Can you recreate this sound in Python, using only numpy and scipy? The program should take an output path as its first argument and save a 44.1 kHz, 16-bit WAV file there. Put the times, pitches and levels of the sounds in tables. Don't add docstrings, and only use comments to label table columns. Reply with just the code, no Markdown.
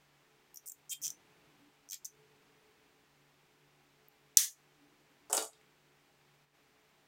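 import sys
import numpy as np
from scipy import signal
from scipy.fft import rfft, irfft, next_fast_len
from scipy.io import wavfile
from scipy.ndimage import uniform_filter1d, minimum_filter1d

SR = 44100
rng = np.random.default_rng(int(sys.argv[2]) if len(sys.argv) > 2 else 0)


def master(y):
    cut = np.clip(np.atleast_2d(y).T, -1, 1)
    pcm = np.round(cut * 32767)
    wavfile.write(sys.argv[1], SR, pcm.astype(np.int16))


N = 312126


# frequency in Hz, density in dB per Hz.
AIR_COLOUR = [(20, -11), (65, -2), (100, -7.5), (170, -2), (235, -0.5), (350, -1), (500, -3.5), (800, -1),
              (1200, -3), (2300, -3), (4000, -9), (7500, -14.5), (11000, -21), (15000, -17.5)]
AIR_DB = -71
# frequency in Hz, line width in Hz, level in dB.
HUM_LINES = [(144.7, 5.2, -80), (285, 8, -85), (367, 7.98, -85), (432, 5.5, -82), (811, 24, -88)]
# start in seconds, end in seconds, #
# frequency in Hz, level in dB.
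HUM_SWELLS = [(1.057, 1.115, 290, -67), (1.505, 1.626, 290, -69), (2.178, 2.823, 431, -74),
              (4.829, 4.88, 290, -68.5), (5.023, 5.28, 290, -76.5)]
SWELL_ATTACK_S, SWELL_RELEASE_S, SWELL_WIDTH_HZ = 0.083, 0.103, 27
# start in seconds, end in seconds, level in dB.
RUB_STROKES = [(1.054, 1.098, -61.5), (1.248, 1.607, -71.5), (2.08, 2.8, -76), (4.831, 5.66, -79.5)]
RUB_ATTACK_S, RUB_RELEASE_S = 0.0915, 0.14
# frequency in Hz, level in dB.
RUB_COLOUR = [(60, -14.5), (160, 4.5), (240, -5), (350, -0.5), (600, -8), (850, -4.5), (1300, -9.5),
              (2500, -8), (5000, -19), (14000, -29.5)]
# frequency in Hz, density in dB per Hz.
SIDE_NOISE = [(30, -2.5), (150, -2), (900, -8.5), (2500, -10.5), (15000, -14.5)]

# frequency in Hz, level in dB.
ECHO_COLOUR = [(300, -1.5), (1000, -3.5), (1800, 0.5), (3200, 2), (6000, -5.5), (9000, -1.5), (15000, -5)]
# frequency in Hz, time to fall 60 dB in seconds.
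ECHO_T60 = [(300, 0.41), (2000, 0.55), (4000, 0.37), (6300, 0.45), (10000, .38), (15000, .4)]
# nominal delay in seconds, level in dB.
NEARBY_BOUNCES = [(.0007, -15), (.0015, -0.5), (.003, -15)]

# time in seconds, thud level in dB,
# steel level in dB, pitch factor of the contact noise.
LANDING_CONTACTS = [(5.2985, -45, -47, 0.96), (5.3293, -37, -23.5, 1.1), (5.349, -39, -31, 1.15),
                    (5.3685, -39, -26.5, 1.05), (5.3771, -38, -29.5, 0.68), (5.4243, -53, -37, 0.93),
                    (5.532, -84, -59.5, .65), (5.612, -96, -66.5, 0.29)]
# frequency in Hz, level in dB, time to fall 60 dB in seconds.
BENCH_MODES = [(296, -18, 0.075), (371, -21.5, 0.065), (437, -6.5, 0.23), (507, -12.5, 0.18),
               (566, -6, 0.157), (635, -3.5, 0.097), (677.6, 0, 0.097), (731, -4, 0.07), (802, -3, 0.057),
               (878, -5, 0.083), (944, -7, 0.071), (1154, -6, 0.11), (1243, -6, 0.036), (1380, -7, 0.066),
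               (1484, -8, 0.045)]
# frequency in Hz, level in dB.
KNOCK_COLOUR = [(100, -36), (200, -26), (300, -5), (650, 1), (1300, -5.5), (1900, -17), (3500, -39),
                (8000, -46)]
# frequency in Hz, level in dB, time to fall 60 dB in seconds.
STEEL_MODES = [(3340, -13, .03), (6612, -5, .04), (7170, -4, .04), (7730, -1, .03), (8680, -4, .035),
               (11400, -8, .025)]
# frequency in Hz, level in dB.
CLACK_COLOUR = [(1000, -31), (2400, -12), (3400, -10.5), (4300, -6), (5500, -0.5), (7500, 5), (9500, -2.5),
                (12000, -5.5), (16000, -19.5)]
# start, crest and end in seconds; contacts per second.
RATTLE_S, RATTLE_PER_S = (5.306, 5.345, 5.455), 110
# dB at the crest, rise in dB per second, fall in dB per second.
RATTLE_THUD, RATTLE_CLACK = (-42, 160, 160), (-41.5, 150, 43)

TOUCH_S, TOUCH_DB = 4.0848, -52
SNIP_S, SNIP_RING_DB, SNIP_CRACK_DB = 4.3713, -13.5, -14.5
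# frequency in Hz, level in dB.
TOUCH_COLOUR = [(5000, -36), (11000, -30.0), (13500, 3), (16000, 0)]
# frequency in Hz, level in dB, time to fall 60 dB in seconds.
JAW_MODES = [(4750, -18, .009), (5700, -10, 0.022), (6010, -1, 0.013), (6100, -10.5, 0.023),
             (6640, -5.5, 0.0159), (7790, -9.5, .008), (9000, -6, 0.0084), (10600, -12, 0.0043),
             (14270, -15, .007)]
# frequency in Hz, level in dB.
CRACK_COLOUR = [(300, -44.5), (700, -37), (1100, -23.5), (1500, -26.5), (1850, -23.5), (2400, -23),
                (3200, -11), (4500, -6.5), (7000, 0.5), (9800, -1.5), (11200, 1.5), (13000, -4.5),
                (16000, -3)]
# frequency in Hz, level in dB.
SPRAY_COLOUR = [(300, -34), (750, -35), (1150, -20.5), (1500, -21.5), (1870, -11.5), (2450, -19),
                (3300, -12.5), (4700, -7), (6050, 3), (8200, -2), (9800, -9.5), (11000, -2.5),
                (13000, -7.5), (15000, -8)]

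# multiple of its pitch, level in dB, time to fall 60 dB in seconds.
PAWL_MODES = [(.87, -10.5, 0.0038), (.985, -7, 0.0095), (1.09, -6, 0.0035), (1.25, -8.5, 0.0022),
              (1.48, -21.5, 0.011)]
# frequency in Hz, level in dB.
FIZZ_COLOUR = [(1000, -38), (3500, -9), (5500, 1.5), (9000, -4.5), (11300, -6), (13000, 5), (14500, 14),
               (16000, -7)]
# frequency in Hz, level in dB, time to fall 60 dB in seconds.
STRAP_MODES = [(1870, -16, 0.019), (2500, -2.5, 0.013), (3196, 3.5, 0.025), (3640, 2, 0.0099),
               (4150, -14, 0.0065)]
# frequency in Hz, level in dB.
RASP_COLOUR = [(600, -28), (1400, -12), (2300, -6), (3100, -5.5), (4400, -1.5), (5300, 1), (7000, -32.5)]
# first tooth in seconds, last tooth in seconds, number of teeth,
# stall as extra gaps before the last tooth (negative hurries), crest as the share of the pull where
# force peaks, pawl level in dB at the crest, its rise in dB, first pitch in Hz, last pitch in Hz,
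# fizz level in dB at the crest before a common trim, its rise in dB, strap level in dB at the crest,
# rasp level in dB at the crest.
PULLS = [(0.5433, .5715, 3, -.25, 1, -46, 30, 5800, 5780, -53.5, 0, -71, -72),
         (0.659, 0.7184, 7, 3, 0.72, -46.5, 11, 9000, 7280, -50, 7, -80, -82),
         (.894, 0.9338, 18, 0.8, 0.93, -44, 3.5, 6250, 7750, -49.5, 23, -49.5, -59.5),
         (1.017, 1.103, 12, 4, 0.69, -35.5, 19, 6200, 6040, -50.5, 3, -52.5, -59),
         (1.889, 1.9422, 6, .15, .8, -41, 11.5, 6100, 6630, -47.5, 26, -61, -51.5),
         (2.047, 2.058, 3, 0, .47, -39, 6, 6100, 6600, -53, 0, -76, -60)]
STALL_TEETH, TAUT_RISE_DB = 1.1, 43
TOOTH_DETUNE = 0.021

# start and end in seconds, with a ramp on either side.
DIP_S, DIP_DB, DIP_RAMP_S = (6.46, 6.53), -5.5, 0.018
EDGE_HZ = 16100


def amp(db):
    return 10 ** (np.asarray(db) / 20)


def read(points, hz):
    f, value = np.transpose(points)
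    return np.interp(np.log(hz + 1), np.log(f), value)


def add(mix, s, sound):
    part = mix[round(s * SR):][:len(sound)]
    part += sound[:len(part)]


def evened(x):
    return x / np.sqrt(np.mean(x ** 2) + 1e-20)


def struck(x, size=176):
    return x / np.sqrt(np.mean(x[:size] ** 2) + 1e-20)


def thin(x, hz, order=3):
    return signal.sosfilt(signal.butter(order, hz, "highpass", fs=SR, output="sos"), x)


def swell(start, end, attack_s, release_s):
    t = np.arange(N) / SR
    rise = 1 + (t - start) / attack_s
    fall = 1 - (t - end) / release_s
    return np.clip(np.minimum(rise, fall), 0, 1)


def ring(modes, pitch=1, size=12000):
    hz, db, t60 = np.transpose(modes)[:, :, None]
    t = np.arange(size) / SR
    phase = np.pi * (np.arange(len(modes))[:, None] + rng.uniform(-0.16, 0.36, hz.shape))
    decay = np.exp(-np.log(1000) * t / t60)
    sines = np.sin(2 * np.pi * hz * pitch * t + phase)
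    return struck((amp(db) * decay * sines).sum(0))


def burst(colour, fade_s, pitch=1, size=12000):
    hz = abs(np.fft.fftfreq(size, 1 / SR))
    log_gain = np.log(amp(read(colour, hz / pitch)))
    response = np.exp(np.conj(signal.hilbert(log_gain)))[:size // 2 + 1]
    puff = rng.choice([-1, 1], size) * np.exp(-np.arange(size) / SR / fade_s)
    return struck(irfft(rfft(puff) * response, size))


def noise(gain):
    size = next_fast_len(N)
    spectrum = rfft(rng.standard_normal(size)) * gain(np.fft.rfftfreq(size, 1 / SR))
    return evened(irfft(spectrum, size)[:N])


def tone(hz, width_hz, waver):
    fuzz = noise(lambda f: 1 / (1 + (2 * (f - hz) / width_hz) ** 2))
    sine = np.sin(2 * np.pi * (hz * np.arange(N) / SR + rng.random()))
    return evened(sine + waver * fuzz)


def room_air():
    return amp(AIR_DB) * noise(lambda f: amp(read(AIR_COLOUR, f)))


def room_hum():
    return sum(amp(db) * tone(hz, width, waver=1.0) for hz, width, db in HUM_LINES)


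def hum_swells():
    drone = np.zeros(N)
    for start, end, hz, db in HUM_SWELLS:
        envelope = swell(start, end, SWELL_ATTACK_S, SWELL_RELEASE_S)
        drone += amp(db) * envelope * tone(hz, SWELL_WIDTH_HZ, waver=0.98)
    return drone


def finger_rub():
    strokes = sum(amp(db) * swell(start, end, RUB_ATTACK_S, RUB_RELEASE_S) for start, end, db in RUB_STROKES)
    return strokes * noise(lambda f: amp(read(RUB_COLOUR, f)))


def background():
    return room_air() + room_hum() + hum_swells() + finger_rub()


def workshop(x, hold_s, late_db_per_s=170, first_s=.002, size=20000):
    t = np.arange(size) / SR
    taps = rng.standard_normal(size) * np.clip((t - first_s) / first_s, 0, 1)
    hz, when, z = signal.stft(taps, SR, nperseg=128)
    fade = np.exp(-np.log(1000) * when / read(ECHO_T60, hz)[:, None])
    fade *= amp(-late_db_per_s * np.maximum(when - hold_s, 0))
    fade /= np.sqrt(np.mean(fade ** 2, 1, keepdims=True) * size)
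    colour = amp(read(ECHO_COLOUR, hz))[:, None]
    tail = signal.istft(z * fade * colour, SR, nperseg=128)[1]
    return signal.fftconvolve(x, tail)[:N]


def rattle(jitter=.4, pitch=1.1, detune=.15):
    start, crest, end = RATTLE_S
    beats = np.arange(start, end, 1 / RATTLE_PER_S)
    late, bend = rng.uniform(-1, 1, (len(beats), 2)).T
    s = beats + jitter * late / RATTLE_PER_S

    def level(db, rise, fall):
        return db - np.maximum(rise * (crest - s), fall * (s - crest))

    return list(zip(s, level(*RATTLE_THUD), level(*RATTLE_CLACK), pitch + detune * bend))


def landing(bench_db=-6.5, knock_db=-3, steel_db=-10, clack_db=-2.5):
    wood, steel = np.zeros((2, N))
    for s, thud_db, metal_db, pitch in list(LANDING_CONTACTS) + rattle():
        thump = amp(bench_db) * ring(BENCH_MODES)
        knock = amp(knock_db) * burst(KNOCK_COLOUR, 0.0039, pitch)
        add(wood, s, amp(thud_db) * (thump + knock))
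        steel_ring = amp(steel_db) * ring(STEEL_MODES)
        clack = amp(clack_db) * burst(CLACK_COLOUR, 0.0032, pitch)
        add(steel, s, amp(metal_db) * (steel_ring + clack))
    return thin(wood, 207) + thin(steel, 1200)


def snip(crack_fade_s=0.0025, spray_db=-14.5, room_db=-12):
    near, spray = np.zeros((2, N))
    add(near, TOUCH_S, amp(TOUCH_DB) * burst(TOUCH_COLOUR, 0.0011))
    jaws = amp(SNIP_RING_DB) * thin(ring(JAW_MODES), 3500)
    crack = amp(SNIP_CRACK_DB) * burst(CRACK_COLOUR, crack_fade_s)
    add(near, SNIP_S, jaws + crack)
    add(spray, SNIP_S, amp(spray_db) * burst(SPRAY_COLOUR, .1 / SR))
    return near + workshop(spray + amp(room_db) * near, hold_s=.076, late_db_per_s=155)


def scattered(click):
    out = click.copy()
    for delay_s, db in NEARBY_BOUNCES:
        add(out, delay_s * rng.uniform(0.87, 1.1), amp(db) * click)
    return struck(out)


def pull(first_s, last_s, teeth, stall, crest, pawl_db, pawl_rise_db, first_hz, last_hz,
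         fizz_db, fizz_rise_db, strap_db, rasp_db):
    count = round(teeth)
    gaps = 1 + stall * np.exp(-np.arange(count - 1)[::-1] / STALL_TEETH)
    times = first_s + (last_s - first_s) * np.append(0, np.cumsum(gaps)) / gaps.sum()
    progress = np.linspace(0, 1, count)
    slack = (1 - progress / crest) ** 2
    detune = TOOTH_DETUNE * rng.standard_normal(count)
    hz = (first_hz + (last_hz - first_hz) * progress) * (1 + detune)
    return zip(times, hz, pawl_db - pawl_rise_db * slack, fizz_db - fizz_rise_db * slack,
               strap_db - TAUT_RISE_DB * slack, rasp_db - TAUT_RISE_DB * slack)


def ratchet(fizz_fade_s=0.002, fizz_trim_db=2, edge_db=-10, rasp_fade_s=.014):
    pawl, strap, rasp = np.zeros((3, N))
    for row in PULLS:
        for s, hz, pawl_db, fizz_db, strap_db, rasp_db in pull(*row):
            add(pawl, s, amp(pawl_db) * scattered(ring(PAWL_MODES, hz)))
            add(pawl, s, amp(fizz_db + fizz_trim_db) * scattered(burst(FIZZ_COLOUR, fizz_fade_s)))
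            add(pawl, s, amp(pawl_db + edge_db) * burst(CRACK_COLOUR, 0.0026))
            add(strap, s, amp(strap_db) * ring(STRAP_MODES))
            add(rasp, s, amp(rasp_db) * burst(RASP_COLOUR, rasp_fade_s))
    return thin(pawl, 4980, order=9) + thin(strap, 1900) + rasp


def scene(tie_room_db=-4.5, bench_room_db=0, mismatch_db=-39, side_noise_db=-94):
    tie, bench = ratchet(), landing()
    tie_room = amp(tie_room_db) * workshop(tie, hold_s=0.0022, late_db_per_s=215)
    bench_room = amp(bench_room_db) * workshop(bench, hold_s=0.026)
    mid = tie + snip() + bench + tie_room + bench_room + background()
    side_noise = amp(side_noise_db) * noise(lambda f: amp(read(SIDE_NOISE, f)))
    side = amp(mismatch_db) * np.roll(mid, 9) + side_noise
    return np.array([mid + side, mid - side])


def suppress(x, depth_db=6, wake_db=-55, span_db=12, margin_db=14, size=512):
    z = signal.stft(x, SR, nperseg=size)[2]
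    power = (abs(z) ** 2).mean(0)
    held = signal.lfilter([.3], [1, -.7], power.sum(0))
    busy = np.clip((10 * np.log10(held + 1e-14) - wake_db) / span_db + 1, 0, 1)
    smooth = uniform_filter1d(uniform_filter1d(power, 3, 0), 3, 1)
    level_db = 10 * np.log10(abs(smooth) + 1e-16)
    over_db = level_db - np.median(level_db, 1, keepdims=True)
    weak = np.clip(2.5 - 2 * over_db / margin_db, 0, 1)
    return signal.istft(z * amp(-depth_db * busy * weak), SR, nperseg=size)[1][:, :N]


def limit(x, ceiling=.82, size=89):
    gain = ceiling / np.maximum(abs(x).max(0), ceiling)
    return x * uniform_filter1d(minimum_filter1d(gain, size), size)


def record(dry, gain_db=1):
    dip_db = DIP_DB * swell(*DIP_S, DIP_RAMP_S, DIP_RAMP_S)
    out = limit(suppress(dry) * amp(gain_db + dip_db))
    low_pass = signal.firwin(255, EDGE_HZ, window=("kaiser", 8), fs=SR)
    return signal.oaconvolve(out, low_pass[None], "same", axes=1)


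dry = scene()
out = record(dry)
master(out)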